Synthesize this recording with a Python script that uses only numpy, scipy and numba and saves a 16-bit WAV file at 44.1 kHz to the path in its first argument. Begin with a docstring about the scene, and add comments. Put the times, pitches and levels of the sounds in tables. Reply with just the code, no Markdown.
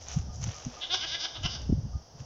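"""On a dry, stony slope, a running goat gives one long, quavering bleat.
Its vocal folds and breath make its throat ring; each throb climbs in pitch and breaks into a rasp,
and the rocks echo it. Hooves click on loose stones and scuff through grit.
Wind buffets the microphone, there is one soft bump, and something like a far goat bell
rings faintly over the hiss of the hillside."""
import sys
import numpy as np
from scipy import signal
from scipy.fft import rfft, irfft
from scipy.io import wavfile
from scipy.ndimage import uniform_filter1d
from numba import njit

SR = 44100
rng = np.random.default_rng(int(sys.argv[2]) if len(sys.argv) > 2 else 0)


def generate_wav(signal):
    """Clip the signal to [-1, 1] and save it as 16-bit WAV at the path in sys.argv[1]."""
    frames = np.transpose(np.atleast_2d(signal))
    scaled = np.clip(frames, -1, 1) * 32767
    pcm = np.round(scaled).astype(np.int16)
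    wavfile.write(sys.argv[1], SR, pcm)


N = 99225

# tone of the hillside hiss and of the wind rumble (frequency [Hz], level [dB])
HISS_TONE = [(30, -1), (150, -5), (350, -4), (550, 2), (780, 1.5), (1100, -8), (1600, -12.5), (2400, -21),
             (3200, -14), (4000, -19.5), (4900, -5.5), (5800, -2.5), (6600, -12), (7400, -29.5),
             (8200, -30.5)]
RUMBLE_TONE = [(20, -28.5), (40, -11.5), (65, 3.5), (110, -2.5), (160, -10.5), (250, -20.5), (450, -34.5),
               (1000, -61.5)]
# how loud those two are over time (time [s], level [dB])
HISS_LEVELS = [(0, -54), (.75, -51.5), (1.6, -51.5), (1.75, -55), (2.1, -56), (2.25, -54)]
RUMBLE_LEVELS = [(0, -52), (.06, -50.5), (.15, -41), (.25, -39), (.4, -44.5), (.52, -50), (.62, -56),
                 (.72, -52), (.83, -63.5), (.95, -54), (1.12, -52), (1.3, -67), (1.4, -40.5), (1.55, -43),
                 (1.68, -34.5), (1.82, -39), (1.98, -42), (2.06, -61.5), (2.25, -50.5)]
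# puffs of wind on the microphone (time [s], half length [s], level [dB], frequency [Hz])
WIND_PUFFS = [(0.172, 0.0064, -21.5, 106), (.2, 0.0047, -27, 97), (0.293, 0.01, -38.5, 87.6),
              (0.428, 0.042, -35.5, 94), (.47, 0.0075, -29, 102), (0.489, 0.013, -32, 91),
              (0.671, 0.0087, -33.5, 84.3), (1.453, 0.0086, -26, 85.3), (1.699, 0.0038, -21.5, 200),
              (1.712, 0.011, -26, 70.8), (1.728, 0.0032, -18, 167.7), (1.739, 0.012, -25, 100),
              (1.785, 0.0095, -25.5, 92), (1.856, 0.013, -33, 94.1), (1.959, 0.0092, -28, 71.6),
              (2.156, 0.007, -45.5, 96), (2.213, 0.0091, -36.5, 95)]
# hooves sliding (time [s], rise [s], decay [s], level [dB], dullness [0-1])
HOOF_SLIDES = [(.02, 0.016, 0.04, -50, 0.43), (0.131, 0.056, 0.054, -40.5, 0.53),
               (.35, 0.02, 0.058, -48, 0.12), (.437, 0.019, 0.015, -39, 0.39),
               (.475, 0.017, 0.28, -45.5, 0.65), (.74, 0.011, 0.18, -57, 0.9),
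               (1.62, 0.016, 0.013, -53.5, 1), (2.205, 0.023, 0.027, -55, 0.54)]
# hooves hitting stones (time [s], peak level [dB])
HOOF_HITS = [(0.0853, -21), (.0922, -39), (0.1156, -27.5), (0.188, -25.5), (0.4408, -15), (.4435, -29),
             (.4735, -38), (0.5172, -29), (.565, -32), (0.584, -30.5), (0.6006, -38), (0.6505, -23),
             (1.433, -26), (1.618, -32), (2.2026, -39), (2.21, -55)]
# tone of bright grit, dull crunch and a struck stone (frequency [Hz], level [dB])
GRIT_TONE = [(2500, -33.5), (4400, -20.5), (5200, -8.5), (5850, 0), (6600, -5), (7300, -10), (8200, -18.5)]
CRUNCH_TONE = [(200, -22.5), (500, 2.5), (1200, 0.5), (2000, -3), (3000, 0.5), (4200, -3.5), (5500, -5),
               (7500, -25)]
STONE_TONE = [(300, -15), (900, -5), (1800, -15), (2900, -9), (4100, -17), (5000, -12), (5900, 8.5),
              (6700, 2), (7500, -5.5), (8500, -13.5)]
# rings of the bell (time [s], low note [dB], high note [dB])
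BELL_RINGS = [(0.138, -50.5, -55.5), (0.292, -51, -54), (0.549, -63.5, -49), (0.767, -50.5, -48),
              (1.934, -59, -53.5)]
# throbs of the bleat (start [s], peak time [s], peak pitch [Hz], rasp [0-1], low band [dB],
# nose band [dB], middle band [dB], top band [dB], top band swell [dB/s], middle band at peak [Hz])
BLEAT_THROBS = [(.803, .843, 362.2, 0.47, -52, -47.5, -33.5, -49.5, 57.5, 3310),
                (.893, .948, 384.5, .85, -38, -37.5, -28, -28, 477, 3344),
                (.995, 1.049, 336.7, .2, -45, -40, -36, -42, 56, 3120),
                (1.062, 1.154, 345.3, 0.13, -46, -39, -33.5, -40, 36, 3340),
                (1.186, 1.256, 343.7, .55, -44.5, -43, -35.5, -36.5, 47, 3345),
                (1.338, 1.369, 324.5, .35, -47.5, -52, -39.5, -54, 62, 3370),
                (1.424, 1.463, 355.4, 0.56, -41, -43, -33.5, -36, 239, 2920),
                (1.489, 1.558, 305.8, 0.4, -51.5, -52.5, -45, -41.5, 20, 3380)]
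# the four bands in which the throat and nose ring (frequency [Hz], level [dB])
LOW_BAND = [(200, -47.5), (330, -3.5), (480, -15.5), (620, -12), (735, 3), (900, -7.5), (1130, -3),
            (1320, -0.5), (1520, -4), (1800, -15.5), (2500, -48.5)]
NOSE_BAND = [(1000, -32), (1450, -15.5), (1560, 0.5), (1670, 1), (1810, -26), (2040, -1.5), (2250, -10),
             (2550, -8.5), (3000, -43.5)]
MIDDLE_BAND = [(1900, -39.5), (2550, -8), (2920, 2.5), (3300, -3), (3700, 1), (4000, -4.5), (4500, -6),
               (5300, -39.5)]
TOP_BAND = [(3400, -37.5), (4200, -17), (4750, 3), (5250, 1), (5950, -2.5), (6450, -13.5), (7000, -20),
            (7700, -37)]


def undb(db):
    """Turn decibels into a factor to multiply by."""
    return 10 ** (np.asarray(db) / 20)


def unit(x):
    """Scale a sound to an average (rms) size of 1."""
    return x / np.sqrt(np.mean(x ** 2) + 1e-18)


def noise():
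    """White noise: an even hiss."""
    return rng.standard_normal(N)


def colour(x, tone):
    """Make some frequencies louder and others softer, following a tone table."""
    size = 2 ** 17
    hz, db = np.array(tone).T
    all_hz = np.arange(size // 2 + 1) * SR / size
    gain = undb(np.interp(np.log(all_hz + 1), np.log(hz), db))
    # make the filter ring only after a sound, never before it
    cepstrum = irfft(np.log(gain))
    cepstrum[1:size // 2] *= 2
    cepstrum[size // 2 + 1:] = 0
    return irfft(rfft(x, size) * np.exp(rfft(cepstrum)))[:N]


def swell(t, at, rise, decay):
    """A smooth rise to a peak, then a fade."""
    return np.exp(-(np.minimum(t - at, 0) / rise) ** 2 - np.maximum(t - at, 0) / decay)


def even(x):
    """Even out the loudness of a rumble, keeping its wandering pitch."""
    loudness = np.abs(signal.hilbert(unit(x)))
    return unit(x / np.sqrt(loudness ** 2 + .5))


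def hillside(t):
    """Air hisses softly through pines and dry grass."""
    return unit(colour(noise(), HISS_TONE)) * undb(np.interp(t, *np.array(HISS_LEVELS).T))


def wind(t):
    """Wind rumbles, and short swirls of air thump the microphone."""
    half_width_octaves = .66
    out = even(colour(noise(), RUMBLE_TONE)) * undb(np.interp(t, *np.array(RUMBLE_LEVELS).T))
    for at, half_length, db, hz in WIND_PUFFS:
        edges_hz = hz * 2 ** (half_width_octaves * np.array([-1, 1]))
        band = signal.butter(3, edges_hz, "band", fs=SR, output="sos")
        shape = np.exp(-.5 * ((t - at) / half_length) ** 2)
        puff = even(signal.sosfilt(band, noise())) * shape
        out += undb(db) * puff * np.linalg.norm(shape) / np.linalg.norm(puff)
    return out


def grains(tone, per_second=3500, spread_db=2.5):
    """Loose grains make thousands of tiny ticks, some louder than others."""
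    ticks = noise() * (rng.random(N) < per_second / SR)
    sizes = undb(spread_db * np.minimum(rng.exponential(size=N), 4))
    return unit(colour(ticks * sizes, tone))


def hoof_scuffs(t):
    """Sliding hooves stir up bright grit and duller crunch."""
    grit, crunch = grains(GRIT_TONE), grains(CRUNCH_TONE)
    out = np.zeros(N)
    for at, rise, decay, db, dullness in HOOF_SLIDES:
        gravel = np.sqrt(1 - dullness ** 2) * grit + dullness * crunch
        out += undb(db) * swell(t, at, rise, decay) * gravel
    return out


def hoof_knocks(t):
    """Each hoof hits stone with one sharp click, followed by a trace of crumbs."""
    crumb_size, crumb_decay_s = .1, .002
    out = np.zeros(N)
    for at, db in HOOF_HITS:
        push = crumb_size * noise() * (t >= at) * np.exp(-np.abs(t - at) / crumb_decay_s)
        push[int(at * SR)] += 1  # the hit itself
        crack = colour(push, STONE_TONE)
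        out += undb(db) * crack / np.abs(crack).max()
    return out


def bell(t):
    """A far bell rings with two faint notes at once, which die away quickly."""
    low_hz, high_hz, rise_s, decay_s = 729, 1222, .004, .044
    out = np.zeros(N)
    for at, low_db, high_db in BELL_RINGS:
        shape = swell(t, at + rise_s, rise_s, decay_s)
        for hz, db in ((low_hz, low_db), (high_hz, high_db)):
            out += undb(db) * shape * np.sin(2 * np.pi * (hz * t + rng.random()))
    return out


def thump(t):
    """One soft, hollow bump close to the microphone."""
    at, hz, db = .668, 241.8, -31.5
    return undb(db) * swell(t, at, rise=.0053, decay=.018) * np.sin(2 * np.pi * hz * (t - at))


@njit
def vocal_folds(hz, length_spread, size_spread, chance):
    """The folds give one pulse per cycle, each with its own length and size."""
    pulses, phase = np.zeros(len(hz) + 16), np.zeros(len(hz))
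    progress, cycle = 0., 0
    for i in range(len(hz)):
        step = hz[i] * np.exp(length_spread[i] * chance[cycle, 0]) / SR
        progress += step
        if progress >= 1:
            progress, cycle = progress - 1, cycle + 1
            size = size_spread[i] ** chance[cycle, 1]
            for j in range(8):  # spread the pulse so it can land between samples
                offset = j - 4 + progress / step
                pulses[i + j] += size * np.sinc(offset) * np.cos(np.pi * offset / 8) ** 2
        phase[i] = progress  # how far through the cycle, 0-1
    return pulses[:len(hz)], phase


def voice(hz, rough):
    """Pulses mix with puffs of breath; a rougher voice is more uneven and more breathy."""
    waver_share, waver_s = .008, .00811  # quick, small wobbles in pitch
    length_spread, size_spread_db, breath = .085 * rough, 3.5 * rough, 1.5 * rough
    puff_decay_cycles = .79
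    waver = unit(uniform_filter1d(noise(), size=int(waver_s * SR)))
    hz = hz * np.exp(waver_share * waver)
    chance = rng.standard_normal((N // 20, 2))
    pulses, phase = vocal_folds(hz, length_spread, undb(size_spread_db), chance)
    puffs = 2 * np.exp(-phase / puff_decay_cycles) * noise()
    return (pulses * np.sqrt(SR / hz) + breath * puffs) / np.sqrt(1 + breath ** 2)


@njit
def throat_ring(x, hz, width_hz):
    """The throat lets through a band of sound around a moving frequency."""
    out, band, low = np.empty(len(x)), 0., 0.
    for i in range(len(x)):
        tuning, damping = np.tan(np.pi * hz[i] / SR), width_hz / hz[i]
        ring = (band + tuning * (x[i] - low)) / (1 + tuning * (tuning + damping))
        band = 2 * ring - band
        low += 2 * tuning * ring
        out[i] = damping * ring
    return out


def bleat(t):
    """The voice makes the throat ring; each throb swells, climbs and turns hoarse at its peak."""
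    rise_s, drop_s, linger_s, linger_share = .018, .006, .035, .35
    low_db_per_s, middle_db_per_s = 218.5, 102.5  # how fast the bands swell
    glide_hz_per_s, fall_s = 930, .04  # the pitch climbs to the peak, then falls briefly
    sink_hz_per_s, sink_s = 3300, .1  # the middle band sinks, then comes back twice as fast
    base_rough, rasp_lead_s = .12, .016
    hz, rough, middle_hz, low, nose, middle, top, total_weight = np.zeros((8, N))
    for (start, peak, pitch, rasp, low_db, nose_db, middle_db, top_db,
         top_db_per_s, peak_middle_hz) in BLEAT_THROBS:
        before, after = np.clip(peak - t, 0, peak - start), np.maximum(t - peak, 0)
        fade = (1 - linger_share) * np.exp(-after / drop_s) + linger_share * np.exp(-after / linger_s)
        shape = np.clip((t - start) / rise_s, 0, 1) * fade
        low += shape * undb(low_db - low_db_per_s * before)
        nose += shape * undb(nose_db - low_db_per_s * before)
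        middle += shape * undb(middle_db - middle_db_per_s * before)
        top += shape * undb(top_db - top_db_per_s * before)
        weight = shape ** 2 + 1e-12  # the throb sounding now steers the voice
        hz += weight * (pitch - glide_hz_per_s * (before + np.minimum(after, fall_s)))
        rough += weight * (base_rough + rasp * np.exp(-(before / rasp_lead_s) ** 2))
        middle_hz += weight * (peak_middle_hz + sink_hz_per_s * np.minimum(before + 2 * after, sink_s))
        total_weight += weight
    buzz = voice(hz / total_weight, np.clip(rough / total_weight, 0, 1))
    out = middle * unit(throat_ring(colour(buzz, MIDDLE_BAND), middle_hz / total_weight, width_hz=490.))
    for gain, band in ((low, LOW_BAND), (nose, NOSE_BAND), (top, TOP_BAND)):
        out += gain * unit(colour(buzz, band))
    return out


def slope_echo(call, t):
    """A nearby rock face bounces the call back; stones and trunks scatter a short echo."""
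    bounce_db, bounce_s = -12, .0135
    tail_db, gap_s, fade_s = -9, .017, .51  # the tail falls 60 dB in fade_s
    bounce = undb(bounce_db) * np.interp(t - bounce_s, t, call)
    tail = noise() * np.exp(-np.log(1000) * t / fade_s) * (t > gap_s)
    scattered = undb(tail_db) * signal.fftconvolve(call, tail / np.linalg.norm(tail))[:N]
    return call + bounce + scattered


def scene():
    """Goat, stones, wind, bump, bell and hillside, all at one microphone."""
    t = np.arange(N) / SR
    goat = slope_echo(bleat(t), t) + hoof_knocks(t) + hoof_scuffs(t)
    return (goat + wind(t) + thump(t) + bell(t) + hillside(t))[None]


def record(dry):
    """The recorder turns the high treble down, adds a trace of hiss and cuts off the very top."""
    treble_hz, treble_db, hiss_db, top_hz = 7090, -27.5, -81.5, 15800
    dull = signal.sosfiltfilt(signal.butter(10, treble_hz, fs=SR, output="sos"), dry)
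    out = dull + undb(treble_db) * (dry - dull) + undb(hiss_db) * noise()
    return signal.sosfilt(signal.ellip(8, .2, 70, top_hz, fs=SR, output="sos"), out)


dry = scene()
out = record(dry)
generate_wav(out)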